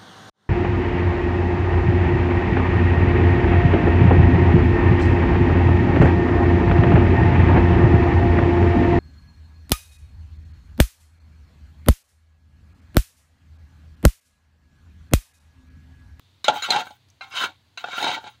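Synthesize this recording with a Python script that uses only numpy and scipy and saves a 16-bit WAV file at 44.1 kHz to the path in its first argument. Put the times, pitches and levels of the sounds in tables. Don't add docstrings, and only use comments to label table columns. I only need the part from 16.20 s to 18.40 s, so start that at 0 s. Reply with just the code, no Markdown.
import sys
import numpy as np
from scipy import signal
from scipy.fft import rfft, irfft
from scipy.io import wavfile
from scipy.ndimage import uniform_filter1d

SR = 44100
rng = np.random.default_rng(int(sys.argv[2]) if len(sys.argv) > 2 else 0)


def put_to_file(sound):
    columns = np.atleast_2d(sound).T
    safe = np.clip(columns, -1, 1)
    whole_steps = np.round(safe * 32767)
    wavfile.write(sys.argv[1], SR, whole_steps.astype(np.int16))


def ratio(d):
    e = np.asarray(d, float) / 20
    return 10 ** e


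N = 97020

# pitch_hz [Hz], level_db [dB], t60_s [s]
PAN_FLOOR = [(240, -42, 0.3), (308.5, -10.5, .18), (573, -18.5, 0.32), (640, -46, 0.17), (740, -35, .2),
             (752, -0.5, .2), (785, -8, .3), (834, 6, 0.36), (884.8, 5, .25), (935, -23, .15)]
# pitch_hz [Hz], level_db [dB], t60_s [s]
SPOON = [(784, -22.5, .2), (1017, -12, .2), (1067, -5, .2), (1112, -7.5, .2), (1321, -17, .2),
         (1336, -15, .2), (1405.5, 2.5, 0.3), (1443, -1.5, 0.14), (1525, -2, 0.38), (1577, -5, .25)]
# pitch_hz [Hz], level_db [dB], t60_s [s]
WALL = [(2120, -21.5, 0.36), (2223, 10, 0.091), (2235, 7, 0.053), (2288, 5.5, 0.25), (2630, 2, 0.052),
        (2720, 8, 0.17), (3008, 14, .08), (3160, 11, 0.064), (3410, 2, 0.102), (3643, 4, 0.18),
        (3490, 1.5, .08), (3786, 14, .1), (3994, -2, .08), (4148, 0.5, 0.3)]
# pitch_hz [Hz], level_db [dB], t60_s [s]
RIM = [(4940, 5.7, 0.017), (6036, 5.2, 0.021), (6680, 1.7, 0.15), (8220, 1, 0.01)]
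RIM_DB = -10
LONGEST_T60_S = .16


def unit(x):
    return x / np.sqrt(np.mean(x ** 2) + 1e-30)


def conv(x, h):
    return signal.fftconvolve(x, h)[:len(x)]


def band(x, hz, width):
    return signal.lfilter(*signal.iirpeak(hz, hz / width, SR), x)


def colour(x, points):
    hz, db = np.array(points).T
    f = np.arange(len(x) // 2 + 1) * SR / len(x) + 1
    gain = ratio(np.interp(np.log(f), np.log(hz), db))
    return irfft(rfft(x) * gain, len(x))


def walk(rate):
    hold = int(SR / rate)
    levels = np.repeat(rng.standard_normal(200), hold)[:N]
    return 1.2 * uniform_filter1d(levels, hold)


def mode(x, hz, t60):
    r = np.exp(-np.log(1000) / (max(t60, .005) * SR))
    angle = 2 * np.pi * hz / SR
    gain = np.sin(angle) * np.sqrt(4 * (1 - r))
    return signal.lfilter([0, gain], [1, -2 * r * np.cos(angle), r * r], x)


def ring(push, hz, t60):
    y = mode(push, hz, t60)
    return y / np.max(np.abs(y))


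def ring_all(push, modes, peak_db):
    return sum(ratio(peak_db + db) * ring(push, hz, t60) for hz, db, t60 in modes)


def chatter():
    rise_s, decay_s = .0015, .0035
    t = np.arange(int(.4 * SR)) / SR
    return (1 - np.exp(-t / rise_s)) * np.exp(-t / decay_s) * rng.standard_normal(len(t))


def add(out, s, x):
    i = int(s * SR)
    out[i:i + len(x)] += x[:N - i]


def burner():
    flame_bands = [(91, 23, -64.5), (122, 25, -68.5), (187, 53, -79.5), (272, 120, -76.5), (62, 40, -82.5)]
    out = np.zeros(N)
    for hz, width, db in flame_bands:
        roar = band(band(rng.standard_normal(N), hz, width), hz, width)
        out += ratio(db) * unit(roar)
    return out


def fat():
    # pitch_hz [Hz], density_db [dB per Hz]
    sizzle_curve = [(120, -30), (200, 1.5), (623, 1.5), (1060, 3), (1140, 0), (4600, 1.5), (5230, -9.5),
                    (14900, -17.5), (16000, -19)]
    # pitch_hz [Hz], width_hz [Hz], level_db [dB]
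    sizzle_peaks = [(3600, 520, -9), (6400, 1000, -13)]
    # start_s [s], peak_db [dB], pitch_hz [Hz]
    pop_list = [
        (0.886, -43.5, 4500),
        (0.9011, -41.5, 5915),
        (2.1, -51, 10200),
    ]
    sizzle_db, pop_decay_s = -66.5, 0.0048
    hiss = unit(colour(rng.standard_normal(N), sizzle_curve))
    for hz, width, db in sizzle_peaks:
        peak = unit(band(rng.standard_normal(N), hz, width))
        hiss = hiss + ratio(db + 3.1 * walk(7.94)) * peak
    out = unit(hiss) * ratio(sizzle_db + 0.24 * walk(0.62))
    t = np.arange(800) / SR
    for s, db, hz in pop_list:
        burst = rng.standard_normal(len(t)) * np.exp(-t / pop_decay_s)
        add(out, s, ratio(db) * band(burst, hz, hz * 0.13))
    return out


def kitchen(x):
    t60_s, gap_s = 0.1, .004
    t = np.arange(SR // 2) / SR
    room = rng.standard_normal(len(t)) * np.exp(-np.log(1000) * t / t60_s) * (t > gap_s)
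    return conv(x, room / np.sqrt(np.sum(room ** 2)))


def nuts(push):
    knocks_per_s, lowest_hz, t60_s = 45, 1122, 0.09
    level_db, tilt_db = -7.5, -0.43
    press, out = uniform_filter1d(np.abs(push), 400), 0
    for k in range(11):
        hits = rng.random(N) < knocks_per_s / SR
        knocks = hits * rng.standard_normal(N) * np.sqrt(SR / knocks_per_s)
        out = out + mode(press * knocks * ratio(tilt_db * k), lowest_hz * 2 ** (k / 5), t60_s)
    return ratio(level_db - 6.0) * out


def rattle(push):
    rattle_curve = [(150, -27.5), (400, -6.5), (800, -2.5), (4250, 8), (4700, -14.5), (7000, -17.5),
                    (9000, -17.5), (15000, -29.5)]
    t60_s = 0.04
    t = np.arange(N) / SR
    tail = colour(rng.standard_normal(N), rattle_curve) * np.exp(-np.log(1000) * t / t60_s)
    return conv(push, tail[:SR // 4] / np.sqrt(np.sum(tail ** 2)))


def air(push):
    lowest_hz, level_db, tilt_db, flicker_db = 6800, 8, 0., 3
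    out = 0
    for k, hz in enumerate(lowest_hz * 1.045 ** np.arange(20)):
        flicker = ratio(flicker_db * walk(35) + tilt_db * k)
        out = out + band(band(push * flicker, hz, hz / 20), hz, hz / 10)
    return ratio(level_db) * out


def scrape():
    # start_s [s], pressure_db [dB], flat_on_floor_db [dB], edge_grit_db [dB],
    # sliding_hiss_db [dB]
    stroke_curves = [
        [(.25, -46, -14, 9.5, -51), (.275, -46, 4, 5.5, -66), (.29, -36, 14.5, 6, -55),
         (.322, -41, 12.5, -22, -77), (.338, -41.5, 8.5, -8, -53.5), (.37, -44, 7, 2.5, -52),
         (.42, -47.5, -14, -1.5, -62)],
        [(.42, -38.5, -18, -1, -53), (.455, -33.5, -25, -2, -47), (.49, -46.5, 16, 2, -59),
         (.52, -31, 0.5, 2.5, -45), (.565, -29, 2, -8, -60), (.608, -36.5, 3, 0.5, -49.5),
         (.624, -43.5, 1, -10, -73), (.65, -60, 13, 2, -63), (.77, -71, -7.5, -0.5, -74)],
        [(1.015, -47, -0.5, -3, -76), (1.1, -65, 1, 0.5, -67.5), (1.118, -46.5, -25, 1, -66),
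         (1.155, -40, -40, -3, -58), (1.168, -32, -45, 0.5, -53), (1.22, -23.5, -17, -11, -47),
         (1.255, -29, -41, -5.5, -48), (1.28, -49, 12.5, -6, -69), (1.36, -78.5, -6, 9, -85)],
        [(1.58, -51.5, -10.5, 6.5, -61.5), (1.635, -57, 5, -0.5, -69), (1.665, -44.5, 6, -10.5, -71),
         (1.745, -36, -45, -3.5, -63), (1.775, -36, -7, -3, -47.5), (1.82, -34.5, 3, -3.5, -53)],
        [(1.82, -37, 6.5, -0.5, -47), (1.88, -34.5, 9, 3.5, -58), (1.925, -40, 9.5, 3, -57),
         (1.945, -36, 0, 3.5, -48), (1.972, -45.5, 8.5, -4, -69), (2.02, -55.5, -0.5, -8.5, -68),
         (2.075, -49.5, 5.5, 4, -76), (2.11, -70, 6, 5, -66), (2.16, -76, -12, 6, -93)],
    ]
    ticks_per_s, tick_spread_db, grind_db = 2500, 1, 1.5
    clump_db, clumps_per_s, edge_low_hz = 1.5, 80, 900
    t, force = np.arange(N) / SR, np.zeros((4, N))
    slips = rng.random(N) < ticks_per_s / SR
    strength = ratio(-tick_spread_db * np.log(rng.random(N) + 1e-9))
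    ticks = slips * strength * rng.standard_normal(N)
    grit = unit(ticks) + ratio(grind_db) * rng.standard_normal(N)
    for stroke in stroke_curves:
        s, db, flat_db, edge_db, hiss_db = np.array(stroke).T
        press = np.interp(t, s, db, left=-120, right=-120)
        force[0] += ratio(press + np.interp(t, s, flat_db))
        force[1] += ratio(press)
        force[2] += ratio(press + np.interp(t, s, edge_db))
        force[3] += ratio(np.interp(t, s, hiss_db, left=-120, right=-120))
    force = force * unit(grit * ratio(clump_db * walk(clumps_per_s)))
    force[1:] = signal.lfilter(*signal.butter(2, edge_low_hz, "high", fs=SR), force[1:])
    return force


def steel(force):
    wander_db, wander_per_s, damping = 3, 30, .5
    floor, spoon, edge = force[:3]
    out = 0
    for push, table, part_db in [(floor, PAN_FLOOR, 0), (spoon, SPOON, 0), (edge, WALL, 0),
                                 (edge, RIM, RIM_DB)]:
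        total = np.sqrt(np.sum(ratio(np.array(table)[:, 1]) ** 2))
        for hz, db, t60 in table:
            gain = ratio(db + part_db + wander_db * walk(wander_per_s)) / total
            out = out + mode(push * gain, hz, min(t60, LONGEST_T60_S) * damping)
    return out


def drag_body(force):
    flat_rattle_db, top_hz = -13, 7500
    body = steel(force) + rattle(force[2] + ratio(flat_rattle_db) * force[0])
    return signal.sosfilt(signal.butter(4, top_hz, fs=SR, output="sos"), body)


def clinks(out, shake):
    # (pitch_hz [Hz], level_db [dB], t60_s [s])
    clink_list = [
        (0.2426, -21.5, [(1560, -16, 0.15), (2280, -12, 0.026), (3230, -12.5, 0.028), (3820, 4.5, 0.02), (4050, -2.5, 0.054), (5020, -7, 0.026), (6060, -9.5, 0.014), (6900, -10, 0.013)]),
        (0.4221, -26.5, [(1560, -5.5, 0.057), (2150, -5, 0.11), (3880, -1, 0.1), (4048, -0.5, 0.1), (4148, -1.5, 0.18), (6864, -3, 0.081)]),
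        (0.504, -14.5, [(840, -9, 0.066), (2146, -12.5, 0.066), (2920, -16, 0.044), (3700, -9.5, 0.019), (3913, 0, 0.02), (4057, 4, 0.054), (6090, -4, 0.01), (6790, -12.5, 0.025)]),
    ]
    rattle_db, click_db = -10, -25
    for s, db, modes in clink_list:
        push = chatter()
        click = signal.lfilter([1, -1], 1, push)
        add(out, s, ring_all(push, modes, db) + ratio(db + click_db) * click)
        add(shake, s, push * ratio(db + rattle_db))


def landings(out, shake):
    # (pitch_hz [Hz], level_db [dB], t60_s [s])
    landing_list = [
        (0.2811, -5.5, [(662, -12, 0.077), (752, -7.5, 0.053), (840, -3.5, 0.078), (1402, -3.5, 0.027), (1565, -30, 0.14), (2730, -17, 0.026), (3356, -1.5, 0.0033), (4200, -40, 0.083), (6260, -14, 0.0044)]),
        (1.0087, -34, [(785, -9.5, 0.63), (1068, -9.5, 0.45), (1307, -7.5, 0.24), (1550, 2, 0.044), (2123, -3, 0.13), (2410, -5, 0.045), (2680, -5, 0.087), (4025, 1, 0.071)]),
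        (1.574, -32.5, [(1562, 0, 0.16), (2747, 5, 0.088), (3180, -23.5, 0.21), (3946, -1, 0.084), (4082, 4.5, 0.063), (6200, -3.5, 0.018), (6800, -15.5, 0.037)]),
        (1.64, -24.5, [(642, -4.5, 0.022), (722, -5.5, .04), (827, -2, 0.028), (1430, 3, 0.019), (2210, -17.5, 0.022), (2670, -5.5, 0.033), (3230, -13, 0.03), (3630, -5.5, 0.047)]),
    ]
    low_hz, top_hz, rattle_db = 520, 5000, -13
    for s, db, modes in landing_list:
        push = signal.lfilter(*signal.butter(2, [low_hz, top_hz], "band", fs=SR), chatter())
        add(out, s, ring_all(push, modes, db))
        add(shake, s, push * ratio(db + rattle_db))


def taps(out, shake):
    tap_list = [(.487, -21.5, 17, -14, 3700), (.517, -49, -7, 14, 2050), (.540, -15, 9, -1.5, 3820),
                (.5605, -15.5, -17.5, -2, 2720), (.580, -17, 27, -5, 2990), (.668, -30.5, -2, 9.5, 2040),
                (.706, -35.5, 9.5, -11, 3600), (1.1155, -38.5, -20, 5, 2300), (1.138, -30, -19, 25, 3720),
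                (1.161, -29.5, -30, 1, 3780), (1.192, -27, -29, 17, 3160), (1.2125, -21.5, -19, -5, 3410),
                (1.2215, -20, -32, -16, 3470), (1.2385, -13.5, -38, 2.5, 2680), (1.254, -26.5, 6, 9, 3130),
                (1.684, -25.5, 13, 14, 3200), (1.731, -24.5, -5, 28, 2200), (1.779, -21, -6, -3, 2630),
                (1.826, -15, -4.5, -33, 4130), (1.8415, -13, -9, 0.5, 4148), (1.865, -12, 29, 25, 4000),
                (1.889, -18, 10, 8, 2230), (1.912, -27, -6, 3, 3000), (1.945, -23, -10, -16, 2280),
                (2.0405, -32.5, 4, 6, 4120), (2.068, -40, -5, 8, 2680)]
    top_hz, scatter_db, favour_db_per_octave = 7000, 1.5, 40
    rattle_db, damping = -14, .6
    for s, db, floor_db, spoon_db, near_hz in tap_list:
        push = signal.lfilter(*signal.butter(2, top_hz, fs=SR), chatter())
        wall = []
        for hz, mode_db, t60 in WALL:
            loss_db = min(favour_db_per_octave * abs(np.log2(hz / near_hz)), 14)
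            wall.append((hz, mode_db - loss_db, t60))
        tap = 0
        for table, part_db in [(PAN_FLOOR, floor_db), (SPOON, spoon_db), (wall, 0), (RIM, RIM_DB)]:
            for hz, mode_db, t60 in table:
                gain = ratio(part_db + mode_db + scatter_db * rng.standard_normal())
                tap = tap + gain * ring(push, hz, min(t60, LONGEST_T60_S) * damping)
        add(out, s, ratio(db) * tap / np.max(np.abs(tap)))
        add(shake, s, push * ratio(db + rattle_db))


def blows():
    out, shake = np.zeros(N), np.zeros(N)
    clinks(out, shake)
    landings(out, shake)
    taps(out, shake)
    return out + rattle(shake)


def scene():
    kitchen_db, mic_low_hz = -13.5, 162
    thump_hz, thump_db = 70, -26.5
    force = scrape()
    pan = blows() + drag_body(force) + air(force[3]) + nuts(force[2])
    mic = signal.butter(3, mic_low_hz, "high", fs=SR, output="sos")
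    close = signal.sosfilt(mic, pan + ratio(kitchen_db) * kitchen(pan))
    thump = ratio(thump_db) * band(pan, thump_hz, 60)
    return (close + thump + fat() + burner())[None]


def band_limit(x):
    return signal.sosfilt(signal.butter(12, 16790, fs=SR, output="sos"), x)


def record(dry):
    top_hz = 15750
    dull = signal.sosfilt(signal.ellip(10, .3, 70, top_hz, fs=SR, output="sos"), dry)
    return band_limit(dull)


dry = scene()
out = record(dry)
put_to_file(out)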